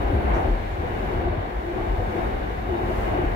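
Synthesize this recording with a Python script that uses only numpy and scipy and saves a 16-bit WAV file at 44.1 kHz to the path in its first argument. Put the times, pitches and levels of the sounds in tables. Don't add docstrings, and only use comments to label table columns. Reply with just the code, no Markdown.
import sys
import numpy as np
from scipy import signal
from scipy.fft import rfft, irfft, next_fast_len
from scipy.io import wavfile
from scipy.ndimage import uniform_filter1d

SR = 44100
rng = np.random.default_rng(int(sys.argv[2]) if len(sys.argv) > 2 else 0)


def volts_from_decibels(level):
    exponent = np.asarray(level, float) / 20
    return 10 ** exponent


def wav_out(sig):
    wavfile.write(sys.argv[1], SR, np.round(np.clip(np.atleast_2d(sig).T, -1, 1) * 32767).astype(np.int16))


N = 147735
LENGTH = next_fast_len(N)
HZ = np.maximum(np.arange(LENGTH // 2 + 1) * SR / LENGTH, 1)
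TIME = np.arange(N) / SR


def curve(table, hz):
    table = np.array(table, float)
    return np.interp(np.log(hz), np.log(table[:, 0]), table[:, 1])


def band(lo_hz, hi_hz):
    return 1 / np.sqrt((1 + (lo_hz / HZ) ** 6) * (1 + (HZ / hi_hz) ** 12))


def resonances(modes):
    power = 0
    for hz, width_hz, db in modes:
        detune = (HZ / hz - hz / HZ) * hz / width_hz
        power = power + volts_from_decibels(db) ** 2 / (1 + detune ** 2) ** 2
    return np.sqrt(power) * band(15, 6500)


def walk(rate_hz):
    hold = int(SR / rate_hz)
    steps = np.repeat(rng.standard_normal(N // hold + 1), hold)
    return 1.3 * uniform_filter1d(uniform_filter1d(steps, hold), hold)[:N]


def swell(start_s, length_s):
    age = np.maximum(TIME - start_s, 0)
    return (1 - np.exp(-age / 0.0099)) / (1 + (age / length_s) ** 4)


def ports_apart(db):
    return volts_from_decibels(np.array([[db], [-db]]))


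def diffuse_noise(gain, flicker_db, rate_hz, octaves):
    # (frequency [Hz], likeness [-1..1])
    port_likeness = [(40, .995), (120, 0.95), (190, 0.84), (330, 0.68), (460, -0.27), (700, -0.12),
                     (1000, -0.48), (1550, -0.53), (2200, 0.15), (2900, -0.24), (3800, -0.066)]
    # (frequency [Hz], left minus right [dB])
    port_tilt = [(40, 0.5), (130, 4.5), (240, -0.6), (370, 5), (600, 1), (1900, 1), (2300, 4), (3900, 6.5),
                 (5000, 3), (7500, 3.5), (9300, -6.5), (11500, -3), (15500, -2)]
    like = np.clip(curve(port_likeness, HZ), -.998, .998)
    noise = rfft(rng.standard_normal((2, LENGTH)))
    mid, side = noise * gain * np.sqrt([1 + like, 1 - like])
    ports = np.array([mid + side, mid - side])
    ports = ports * volts_from_decibels(np.outer([.5, -.5], curve(port_tilt, HZ)))
    place = np.clip(np.log2(HZ), octaves[0], octaves[-1])
    out = 0
    for centre in octaves:
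        share = np.maximum(1 - np.abs(place - centre), 0)
        out = out + irfft(ports * share, LENGTH)[:, :N] * volts_from_decibels(flicker_db * walk(rate_hz))
    return out / np.sqrt(np.mean(out ** 2))


def blows(hits, rise_cycles, fall_cycles, trim_db, sag):
    out = np.zeros(N)
    for (felt_s, db, hz), turn in zip(hits, rng.random(len(hits))):
        start_s = felt_s - 0.00894
        span = slice(int(start_s * SR), int((start_s + 9 * fall_cycles / hz) * SR))
        cycles = (TIME[span] - start_s) * hz
        shape = (1 - np.exp(-(cycles / rise_cycles) ** 2)) * np.exp(-cycles / fall_cycles)
        phase = cycles * (1 + sag * np.exp(-cycles / 2)) + turn
        out[span] += volts_from_decibels(db + trim_db) * shape / shape.max() * np.sin(2 * np.pi * phase)
    return out * ports_apart(1.2)


def rail_roughness():
    # (time [s], roughness level [dB])
    rail = np.array([(0, -29), (.1, -29), (.22, -29), (.36, -26.5), (.47, -28.5), (.6, -31.5), (.78, -32),
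                     (.85, -30), (1.3, -29.5), (1.42, -31), (1.68, -33), (1.8, -30), (2.08, -30.5),
                     (2.2, -29), (2.64, -32), (2.72, -30), (3.18, -28), (3.35, -30)], float)
    rough_db = np.interp(TIME, rail[:, 0], rail[:, 1])
    return rough_db - rough_db.mean()


def mains_hum():
    mains_hz = 119.94
    # (multiple of mains_hz [1], rms in step [dB], rms opposed [dB])
    partials = [(7, -62.0, -60.0), (8, -61.0, -64.0), (9, -65.0, -52.0), (10, -63.0, -58.0),
                (13, -66.0, -62.0), (14, -58.0, -56.0), (15, -64.0, -71.0), (16, -61.0, -62.0),
                (23, -72.0, -77.0), (27, -81.0, -83.0), (29, -78.0, -84.0), (30, -77.0, -79.0),
                (31, -74.0, -79.0)]
    out = 0
    for order, mid_db, side_db in partials:
        turn = rng.random((2, 1))
        level_db = np.array([[mid_db], [side_db]]) + 2.2 * walk(4.44)
        mid, side = np.sin(2 * np.pi * (order * mains_hz * TIME + turn)) * volts_from_decibels(level_db)
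        out = out + np.sqrt(2) * np.array([mid + side, mid - side])
    return out


def ventilation(rough_db):
    # (frequency [Hz], density [dB per Hz])
    air_spectrum = [(900, -16.5), (1200, -22.5), (1600, -20.5), (2250, -23.5), (2550, -33.5), (3500, -33),
                    (4000, -34), (4550, -31.5)]
    gain = volts_from_decibels(curve(air_spectrum, HZ)) * band(710, 4270) ** 2
    return volts_from_decibels(-42 + 0.061 * rough_db) * diffuse_noise(gain, 0.93, 6.1, octaves=[10, 11, 12])


def hiss(rough_db):
    # (frequency [Hz], density [dB per Hz])
    hiss_spectrum = [(3000, -7), (5200, 5.5), (7000, 1.5), (8800, -1.5), (9900, -1), (12000, 0), (15500, 1)]
    gain = volts_from_decibels(curve(hiss_spectrum, HZ)) * band(2100, 18100)
    level_db = -58.5 + 0.17 * rough_db + 1.2 * walk(6.5)
    return volts_from_decibels(level_db) * diffuse_noise(gain, 0.26, 6.9, octaves=[12, 13, 14])


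def creaks():
    # (time [s], level [dB], pitch [Hz], width [Hz], length [s])
    creak_events = [(0, -63, 11000, 8000, .03), (.1, -67, 10500, 5000, .33), (.14, -39, 220, 40, .15),
                    (.33, -38, 1100, 1000, .05), (.33, -65, 5950, 900, .09), (.6, -51, 2200, 900, .2),
                    (.71, -65, 7000, 900, .04), (1.167, -47, 750, 395, .03), (1.7, -41, 190, 50, .14),
                    (1.775, -46, 1130, 200, .05), (1.86, -55, 2690, 90, .05), (2.18, -61, 3720, 30, .2),
                    (2.3, -43, 200, 50, .12), (2.74, -62, 3720, 30, .12), (2.87, -56, 2880, 40, .08),
                    (2.88, -42, 225, 40, .07), (3.04, -52, 2880, 80, .05), (3.05, -47, 1080, 70, .06),
                    (3.06, -46, 2250, 300, .05), (3.12, -57, 3720, 30, .1), (3.13, -37, 560, 160, .15),
                    (3.14, -54, 2910, 30, .12), (3.16, -54, 2430, 80, .06), (3.335, -62, 11000, 8000, .03)]
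    noise = rfft(rng.standard_normal((2, LENGTH)))
    out = 0
    for start_s, db, hz, width_hz, length_s in creak_events:
        detune = (HZ / hz - hz / HZ) * hz / width_hz
        ring = irfft(noise / (1 + detune ** 2), LENGTH)[:, :N]
        out = out + volts_from_decibels(db) * swell(start_s, length_s) * ring / ring.std()
    return out


def panel_rattles():
    # (time [s], peak [dB], pitch [Hz])
    rattle_hits = [(0.103, -25, 738), (0.191, -25, 690), (0.274, -29, 732), (0.332, -23, 724),
                   (0.456, -22, 660), (0.846, -22.5, 491), (1.174, -26, 683), (1.208, -25, 520),
                   (1.278, -22, 670), (1.333, -23, 610), (1.41, -32, 720), (1.449, -28, 680),
                   (1.72, -35, 680), (1.788, -26, 727), (1.875, -25, 665), (2.001, -23.5, 497),
                   (2.141, -23, 473), (2.206, -25, 673), (2.804, -30, 715), (2.856, -28, 675),
                   (2.914, -20, 653), (3.038, -28, 687), (3.139, -19.5, 678), (3.206, -22.5, 627)]
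    return blows(rattle_hits, rise_cycles=2.8, fall_cycles=8.4, trim_db=-6, sag=.01)


def floor_rings():
    # (time [s], level [dB], length [s])
    shakes = [
        (.1, -43, .27),
        (.31, -38, .086),
        (.464, -37, .09),
        (1.075, -40, .14),
        (1.2, -33, .17),
        (1.6, -37, .08),
        (1.66, -33, .18),
        (2.14, -34, .17),
        (2.684, -33, .22),
        (3.14, -35, .12),
    ]
    # (frequency [Hz], width [Hz], level [dB])
    panel_modes = [(342.6, 38, -10), (376, 39, -13), (670, 63, -14.5)]
    sing_hz = 346 * (1 + .014 * walk(25))
    sing = np.sin(2 * np.pi * np.cumsum(sing_hz) / SR) * volts_from_decibels(1.3 * walk(20)) * ports_apart(2.5)
    shaking = volts_from_decibels(-2.5) * diffuse_noise(resonances(panel_modes), 0.32, 14, octaves=[9])
    envelope = sum(volts_from_decibels(db) * swell(start_s, length_s) for start_s, db, length_s in shakes)
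    return envelope * (shaking + sing)


def axle_knocks():
    # (time [s], peak [dB], pitch [Hz])
    knock_hits = [(0.121, -13, 280), (0.189, -21.5, 381), (0.367, -17.5, 348), (0.479, -14, 341),
                  (1.281, -15, 368), (1.687, -26, 335), (1.772, -19, 382), (2.156, -17.5, 403),
                  (2.226, -27, 344), (2.699, -16, 377), (2.834, -18, 355), (3.149, -16, 300),
                  (3.191, -12, 353), (3.244, -13.5, 310)]
    return blows(knock_hits, rise_cycles=2.15, fall_cycles=4.5, trim_db=-9, sag=0.015)


def track_thumps():
    # (time [s], peak [dB], pitch [Hz])
    thump_hits = [(.04, -13.5, 50.3), (.134, -11, 95), (.158, -10.5, 67), (.245, -12, 63),
                  (.295, -12.5, 52), (.328, -15.5, 51.4), (.385, -18, 85), (.44, -14, 72),
                  (.478, -11, 43.8), (.51, -12.5, 42), (.635, -19, 44), (.725, -17, 80), (.785, -17, 77),
                  (.855, -21.5, 68.6), (.92, -20, 45), (.985, -23, 56), (1.038, -18, 56), (1.115, -21, 46),
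                  (1.185, -14, 70), (1.255, -15, 63), (1.305, -16, 80), (1.38, -13, 93), (1.497, -24, 52),
                  (1.565, -21, 55), (1.885, -12.5, 43), (1.96, -16, 52.4), (1.99, -16, 96), (2.01, -16, 44),
                  (2.21, -15.5, 49), (2.255, -16, 67), (2.325, -18, 41.6), (2.365, -18, 58.4),
                  (2.41, -20, 44.4), (2.445, -17.5, 58), (2.51, -19.5, 59), (2.58, -20, 60),
                  (2.71, -17, 71), (2.83, -19, 95), (2.875, -21, 68), (2.945, -21, 68), (3.01, -23, 92),
                  (3.03, -23, 50), (3.115, -24, 54.6), (3.225, -18.5, 54), (3.255, -17, 43.2)]
    return blows(thump_hits, rise_cycles=1.2, fall_cycles=1.5, trim_db=-6.5, sag=.22)


def shell_drones(rough_db):
    # (frequency [Hz], rms [dB], share of pitch wander [1])
    drone_tones = [
        (46.85, -37.5, 0.0877),
        (72.2, -42, 0.1036),
    ]
    out = 0
    for hz, db, wander in drone_tones:
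        phase = 2 * np.pi * np.cumsum(hz * (1 + wander * walk(16))) / SR
        out = out + volts_from_decibels(db + 2.2 * walk(4.7)) * np.sin(phase)
    return volts_from_decibels(0.25 * rough_db) * np.sqrt(2) * out * ports_apart(.8)


def body_shell(rough_db):
    # (frequency [Hz], width [Hz], level [dB])
    shell_modes = [(47.2, 9.1, -4.5), (72, 30, -9.5), (96.7, 32.5, -10), (32, 20, -11), (222, 24, -15)]
    boom = diffuse_noise(resonances(shell_modes), 0.9, 3.23, octaves=[6, 7])
    return volts_from_decibels(-32 + rough_db) * boom


def wheel_modes(rough_db):
    # (frequency [Hz], width [Hz], level [dB])
    wheel_resonances = [(355.4, 92, -6.5), (713, 70, -8.5), (782, 170, -9.5), (503, 45, -8),
                        (1080, 32, -16), (1533, 240, -15), (2682, 70, -27), (2916, 64, -22.5),
                        (3700, 87, -32.5), (4420, 410, -40.5)]
    ringing = diffuse_noise(resonances(wheel_resonances), 1.0, 7.84, octaves=[9.53, 10.18, 11.21, 12.09])
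    return volts_from_decibels(-34 + 1.35 * rough_db) * ringing


def rolling_roar(rough_db):
    # (frequency [Hz], density [dB per Hz])
    roar_spectrum = [(65, -62), (110, -9.5), (162, -14), (343, -9.5), (427, -9.5), (729, -9), (1270, -20.5),
                     (2160, -26), (6000, -59), (7800, -81), (13200, -120)]
    gain = volts_from_decibels(curve(roar_spectrum, HZ)) * band(105, 3700)
    roar = diffuse_noise(gain, 0.91, 11, octaves=[6.805, 7.66, 8.724, 9.948, 11.02])
    return volts_from_decibels(-30 + 1.74 * rough_db) * roar


def scene():
    rough_db = rail_roughness()
    background = mains_hum() + ventilation(rough_db) + hiss(rough_db)
    fittings = creaks() + panel_rattles() + floor_rings()
    track = axle_knocks() + track_thumps() + shell_drones(rough_db)
    rolling = body_shell(rough_db) + wheel_modes(rough_db) + rolling_roar(rough_db)
    return background + fittings + track + rolling


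def low_pass(x):
    return signal.sosfilt(signal.butter(12, 15920, fs=SR, output="sos"), x)


def record(dry):
    opened = dry * np.minimum(TIME / .004 + .3, 1)
    mix = irfft(rfft(opened, LENGTH) * (HZ < 15790), LENGTH)[:, :N]
    return low_pass(mix)


dry = scene()
out = record(dry)
wav_out(out)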